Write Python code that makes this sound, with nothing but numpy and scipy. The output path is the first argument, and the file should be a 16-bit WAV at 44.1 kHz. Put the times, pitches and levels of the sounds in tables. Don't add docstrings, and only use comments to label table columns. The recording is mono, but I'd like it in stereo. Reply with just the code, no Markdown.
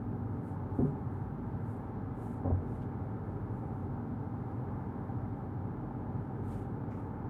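import sys
import numpy as np
from scipy import signal
from scipy.fft import rfft, irfft
from scipy.io import wavfile
from scipy.ndimage import uniform_filter1d

SR = 44100
rng = np.random.default_rng(int(sys.argv[2]) if len(sys.argv) > 2 else 0)


def decibels_to_gain(level_db):
    exponent = np.asarray(level_db, float) / 20
    return 10 ** exponent


def waveform_to_disk(signal):
    frames = np.transpose(np.atleast_2d(signal))
    scaled = np.clip(frames, -1, 1) * 32767
    samples = np.round(scaled).astype(np.int16)
    wavfile.write(sys.argv[1], SR, samples)


N = 321489
TIMES = np.arange(N) / SR
FREQS = np.fft.rfftfreq(N, 1 / SR)

SHAFT_HZ, PUMP_HZ = 21.86, 47.44
# [multiple of SHAFT_HZ, level/dB, left minus right/dB]
FAN_TONES = [(2, -70, 0), (3, -59, 0), (4, -58, 0), (5, -47, 1), (6, -54, 3), (7, -57, -4), (8, -62, 1),
             (9, -56, -1), (10, -56, 0), (11, -51, 0), (12, -57, -2), (13, -53, 1), (14, -61, 2),
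             (15, -70, -2), (16, -65, -5), (18, -65, 4), (28, -73, 1), (29, -71, 4), (35, -64, -1),
             (57, -78, 0), (58, -78, 13), (61, -77, -20), (63, -76, -12), (66, -78, -6), (67, -80, -7),
             (69, -78, 7), (72, -79, 9)]
# [multiple of PUMP_HZ, level/dB, left minus right/dB]
PUMP_TONES = [(1, -58, -1), (2, -50, 0), (4, -56, 1), (9, -64, 3), (13, -74, 15), (15, -78, 4)]
# [f/Hz, sounded 3 % lower, level/dB]
MOTOR_HUMS = [(48.15, -69.5), (50.5, -58.5), (85.4, -60.5), (96.6, -63.5), (100.1, -50.5)]
# [f/Hz, level/dB per Hz, left minus right/dB, likeness of the two ports/0-1]
AIR_RUMBLE = [(28.4, -93.5, 6.5, 0.9), (39.2, -87, 2.5, .94), (49.4, -73, -1, 0.89), (77.5, -72, -2, 0.98),
              (126.6, -59.5, -0.5, 1), (178, -69.5, -0.5, 0.96), (388, -73.5, 0, 0.79), (696, -85, 1, 0.62),
              (780, -74.5, 2, 0.9), (1130, -84.5, -0.5, 0.37), (1763, -93, -7, 0), (1895, -100, 1.5, 0),
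              (2040, -99, -9.5, 0), (2660, -108, 0.5, 0.7)]
# [f/Hz, width/Hz, boost/dB]
ROOM_WAVES = [(88.4, 9.8, 1.5), (137, 23, 0.5), (175.4, 8.3, 4), (74.6, 10, 3.5), (241, 12, 3.5),
              (209, 14, 2), (297.3, 14, 5), (348, 28, -2), (402.5, 23, 4), (347, 6.8, 2), (457.7, 13, 4.5),
              (532, 13, 0.5), (546.5, 16, 3.5), (658, 20, 4), (886, 49, 3), (1248, 110, 3)]
# [f/Hz, left level/dB per Hz, right level/dB per Hz]
PORT_HISS = [(2000, -112, -112), (2400, -110, -111), (3760, -115, -117), (5800, -123, -125),
             (7500, -124, -133), (9500, -123, -128), (11000, -123, -124), (13000, -123, -123),
             (15400, -123, -123)]
# [f/Hz, level/dB]
CLOTH_COLOUR = [(1200, -11), (2200, -1.5), (4500, -11), (5700, -10.5), (6900, -5), (8100, -3), (9400, 0),
                (10500, -4), (12000, -4.5), (13500, -5.5), (15400, -12.5)]
# [f/Hz, level/dB]
RIGHT_PORT_DIP = [(2500, 0), (4500, -4), (5700, -12), (6900, -30), (9000, -30), (10500, -22), (12000, -12),
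                  (14000, -8)]
# [peak t/s, swish level/dB, swell/s, share of dull scrape/dB]
SHEET_TUGS = [(.485, -70, .035, -8.5), (.775, -72, 0.036, -3), (.87, -77.5, .04, 3), (1.15, -78.5, .06, -4),
              (1.715, -71.5, 0.06, -9), (2.25, -65.5, .05, -6), (2.32, -72, .04, -6),
              (2.722, -73, 0.046, 0), (2.825, -79, 0.0204, 1), (3.58, -76, .04, -7), (3.79, -80, 0.055, -1),
              (6.525, -64, 0.05, -1), (6.92, -83.5, .02, 3), (6.99, -77, .05, -1)]
# [peak t/s, swish level/dB]
SHEET_SHUFFLES = [(.36, -83), (1.001, -86.5), (1.48, -84), (1.88, -88), (3.08, -88.5), (3.3, -82),
                  (3.67, -84), (4.51, -85.5), (5.09, -84), (5.32, -87), (5.4, -87.5), (5.67, -88),
                  (5.9, -92.5), (6.24, -84.5), (6.38, -86), (6.64, -82.5)]
# [t/s, peak level/dB, top f/Hz, time to fall 60 dB/s]
BED_THUDS = [
    (.783, -40, 484, .45),
    (2.442, -44, 900, 0.26),
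    (2.495, -45, 795, 0.17),
]
# [t/s, f/Hz, peak level/dB, time to fall 60 dB/s]
PANEL_BOOMS = [(0.788, 267, -20, 0.067), (.788, 697, -40.5, 0.13), (.794, 100, -24, 0.09),
               (0.802, 359, -25, 0.073), (.809, 460, -37, 0.092), (0.81, 116, -20.5, 0.11),
               (.815, 740, -42.5, .12), (.822, 251, -21.5, 0.12), (.833, 146.5, -23, 0.19),
               (.845, 406, -33, 0.14), (0.901, 259, -35, 0.08), (2.445, 423, -40, 0.14),
               (2.447, 780, -38.5, 0.059), (2.45, 92.3, -28, 0.35), (2.451, 263, -30, 0.12),
               (2.455, 552, -38, 0.24), (2.488, 237, -29.5, 0.13), (2.497, 816, -51, 0.077),
               (2.502, 414, -37.5, 0.1), (2.516, 90.4, -20.5, 0.22), (2.569, 93, -31, 0.23)]
# [t/s, peak level/dB, centre f/Hz, width/octaves, time to fall 60 dB/s]
CREASE_SNAPS = [
    (2.816, -76, 3000, 1.4, .1),
    (2.818, -65, 2200, .8, .1),
    (4.51, -80, 6000, 1, .1),
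    (6.52, -68, 3000, 1, .2),
    (6.905, -75, 6000, .4, .5),
    (6.909, -58, 1700, .6, .45),
]


def curve(table, column):
    rows = np.array(table)
    return np.interp(np.log(FREQS + 1), np.log(rows[:, 0]), rows[:, column])


def noise():
    return rfft(rng.standard_normal(N)) * np.sqrt(SR / 2)


def walk(rate):
    steps = np.repeat(rng.standard_normal(int(N / SR * rate) + 2), 16)
    smooth = uniform_filter1d(uniform_filter1d(steps, size=16), size=16)
    return 0.98 * np.interp(TIMES * rate * 16, np.arange(len(steps)), smooth)


def pair(x, pan_db):
    return x * decibels_to_gain(np.array([[pan_db], [-pan_db]]) / 2)


def tones(hz, rows, slip, flutter_db, spread=.78, askew=.15, lag_s=0.00012):
    port_times = TIMES - np.array([[0], [lag_s]])
    angle = 2 * np.pi * hz * port_times + slip * walk(1.518)
    total = np.zeros((2, N))
    for multiple, db, pan_db in rows:
        level = np.sqrt(2) * decibels_to_gain(db + flutter_db * walk(3.053))
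        start = spread * multiple ** 2 + 1.8 * rng.random()
        skew = askew * min(multiple * hz / 200, 1) * rng.standard_normal() * np.array([[1], [-1]])
        total += pair(level * np.sin(multiple * angle + start + skew), pan_db)
    return total


def machine():
    fan = tones(SHAFT_HZ, FAN_TONES, slip=.02, flutter_db=2.5)
    compressor = tones(PUMP_HZ, PUMP_TONES, slip=0.05, flutter_db=0.0)
    motors = sum(tones(hz, [(0.97, db, 0.0011)], slip=0.11, flutter_db=2.0) for hz, db in MOTOR_HUMS)
    return fan + compressor + motors


def breathe(spectrum, depth_db, rate):
    octave, flow = np.log2(FREQS + 1), walk(0.5)
    total = 0
    for middle in range(4, 15):
        swell_db = depth_db * (.5 * flow + walk(rate))
        band = spectrum * np.clip(1 - abs(octave - middle), 0, 1)
        if band.any():
            total = total + irfft(band, N) * decibels_to_gain(swell_db)
    return total


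def air(lag_s=0.00014):
    likeness = np.clip(curve(AIR_RUMBLE, 3), 0, 1)
    limits = (FREQS > 20) * (FREQS < 8000) / (1 + (FREQS / 3200) ** 6)
    room_db = sum(db / (1 + (2 * (FREQS - hz) / wide) ** 2) for hz, wide, db in ROOM_WAVES)
    gain = decibels_to_gain(curve(AIR_RUMBLE, 1)) * limits * decibels_to_gain(room_db)
    shared = noise() * np.sqrt(likeness)
    delay = np.exp(-2j * np.pi * FREQS * lag_s)
    pan_db = curve(AIR_RUMBLE, 2)
    left = (shared + noise() * np.sqrt(1 - likeness)) * decibels_to_gain(pan_db / 2)
    right = (shared * delay + noise() * np.sqrt(1 - likeness)) * decibels_to_gain(-pan_db / 2)
    return breathe(gain * np.array([left, right]), depth_db=1.0, rate=2.5)


def hiss():
    fade = 1 / (1 + (1800 / (FREQS + 1)) ** 6) * (FREQS < 15450) * (FREQS > 1030)
    ports = np.array([noise() * decibels_to_gain(curve(PORT_HISS, side)) * fade for side in (1, 2)])
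    return breathe(ports, depth_db=.8, rate=2.2)


def cloth_noise():
    return np.array([noise(), noise() * decibels_to_gain(curve(RIGHT_PORT_DIP, 1))])


def tugging():
    shuffle_swell_s, shuffle_dull_db = .04, -2
    fade_per_swell = 1.4
    steep_db, roundness = 5.5, 1.6
    crisp_db, crisp_fade_db = -3, 3.5
    slow = TIMES[::64]
    rows = SHEET_TUGS + [(s, db, shuffle_swell_s, shuffle_dull_db) for s, db in SHEET_SHUFFLES]
    peak_s, db, swell_s, dull_db = np.transpose(rows)[:, :, None]
    away = (slow - peak_s) / swell_s
    early = np.clip(-away, 0, None)
    late = np.clip(away, 0, None) / fade_per_swell
    shape_db = db - steep_db * (late + early) ** roundness
    levels = []
    for share_db in (dull_db + 4, 0, crisp_db - crisp_fade_db * late):
        power = np.sum(decibels_to_gain(shape_db + share_db) ** 2, axis=0)
        levels.append(np.interp(TIMES, slow, np.sqrt(power)))
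    return levels


def sheet(grain_db=2.0, clump_db=1.0):
    dull = 1 / (1 + (FREQS / 6300) ** 8)
    crisp = 1 / (1 + (11500 / (FREQS + 1)) ** 8)
    bands = (dull, 1 - dull - crisp, crisp)
    threads = cloth_noise() * decibels_to_gain(curve(CLOTH_COLOUR, 1) - 36.0) / (1 + (1200 / (FREQS + 1)) ** 4)
    clumps = clump_db * walk(28)
    swish = np.zeros((2, N))
    for band, level in zip(bands, tugging()):
        swish += irfft(threads * band, N) * level * decibels_to_gain(clumps + grain_db * walk(90))
    return swish


def after(s, t60, rise):
    start, shape = int(s * SR), np.zeros(N)
    t = TIMES[start:start + SR] - start / SR
    shape[start:start + SR] = (1 - np.exp(-t / rise)) * np.exp(-np.log(1000) * t / t60)
    return shape


def bed():
    rise_per_t60 = 0.036
    near = slice(0, int(3.5 * SR))
    booms = np.zeros(N)
    for s, hz, db, t60 in PANEL_BOOMS:
        shape = after(s, t60, rise_per_t60 * t60)[near]
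        booms[near] += decibels_to_gain(db + 3.0) * shape * np.sin(2 * np.pi * hz * (TIMES[near] - s))
    padding = noise() * (FREQS > 150)
    thuds = np.zeros(N)
    for s, db, top_hz, t60 in BED_THUDS:
        muffled = irfft(padding / (1 + (FREQS / top_hz) ** 6), N)
        thuds += decibels_to_gain(db - 18) * after(s, t60, .008) * muffled
    return booms + thuds


def room(x, t60=0.66):
    size = SR // 2
    fall = decibels_to_gain(-46) * np.exp(-np.log(1000) * np.arange(size) / SR / t60)
    tail = (rng.standard_normal(size) + .4 * rng.standard_normal((2, size))) * fall
    return x + signal.fftconvolve(x[None], tail, axes=1)[:, :N]


def snaps():
    puff = cloth_noise()
    total = np.zeros((2, N))
    for s, db, hz, octaves, t60 in CREASE_SNAPS:
        band = 1 / (1 + (np.log2((FREQS + 1) / hz) / octaves) ** 4)
        total += irfft(puff * band, N) * decibels_to_gain(db - 34) * after(s, t60, rise=0.0022)
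    return total


def scene():
    return machine() + air() + hiss() + sheet() + room(bed()) + snaps()


def top_cut(x):
    return signal.sosfilt(signal.butter(12, 15380, fs=SR, output="sos"), x)


def record(dry):
    opening = np.clip(TIMES / 0.0017, 0, 1)
    return top_cut(dry * opening)


dry = scene()
out = record(dry)
waveform_to_disk(out)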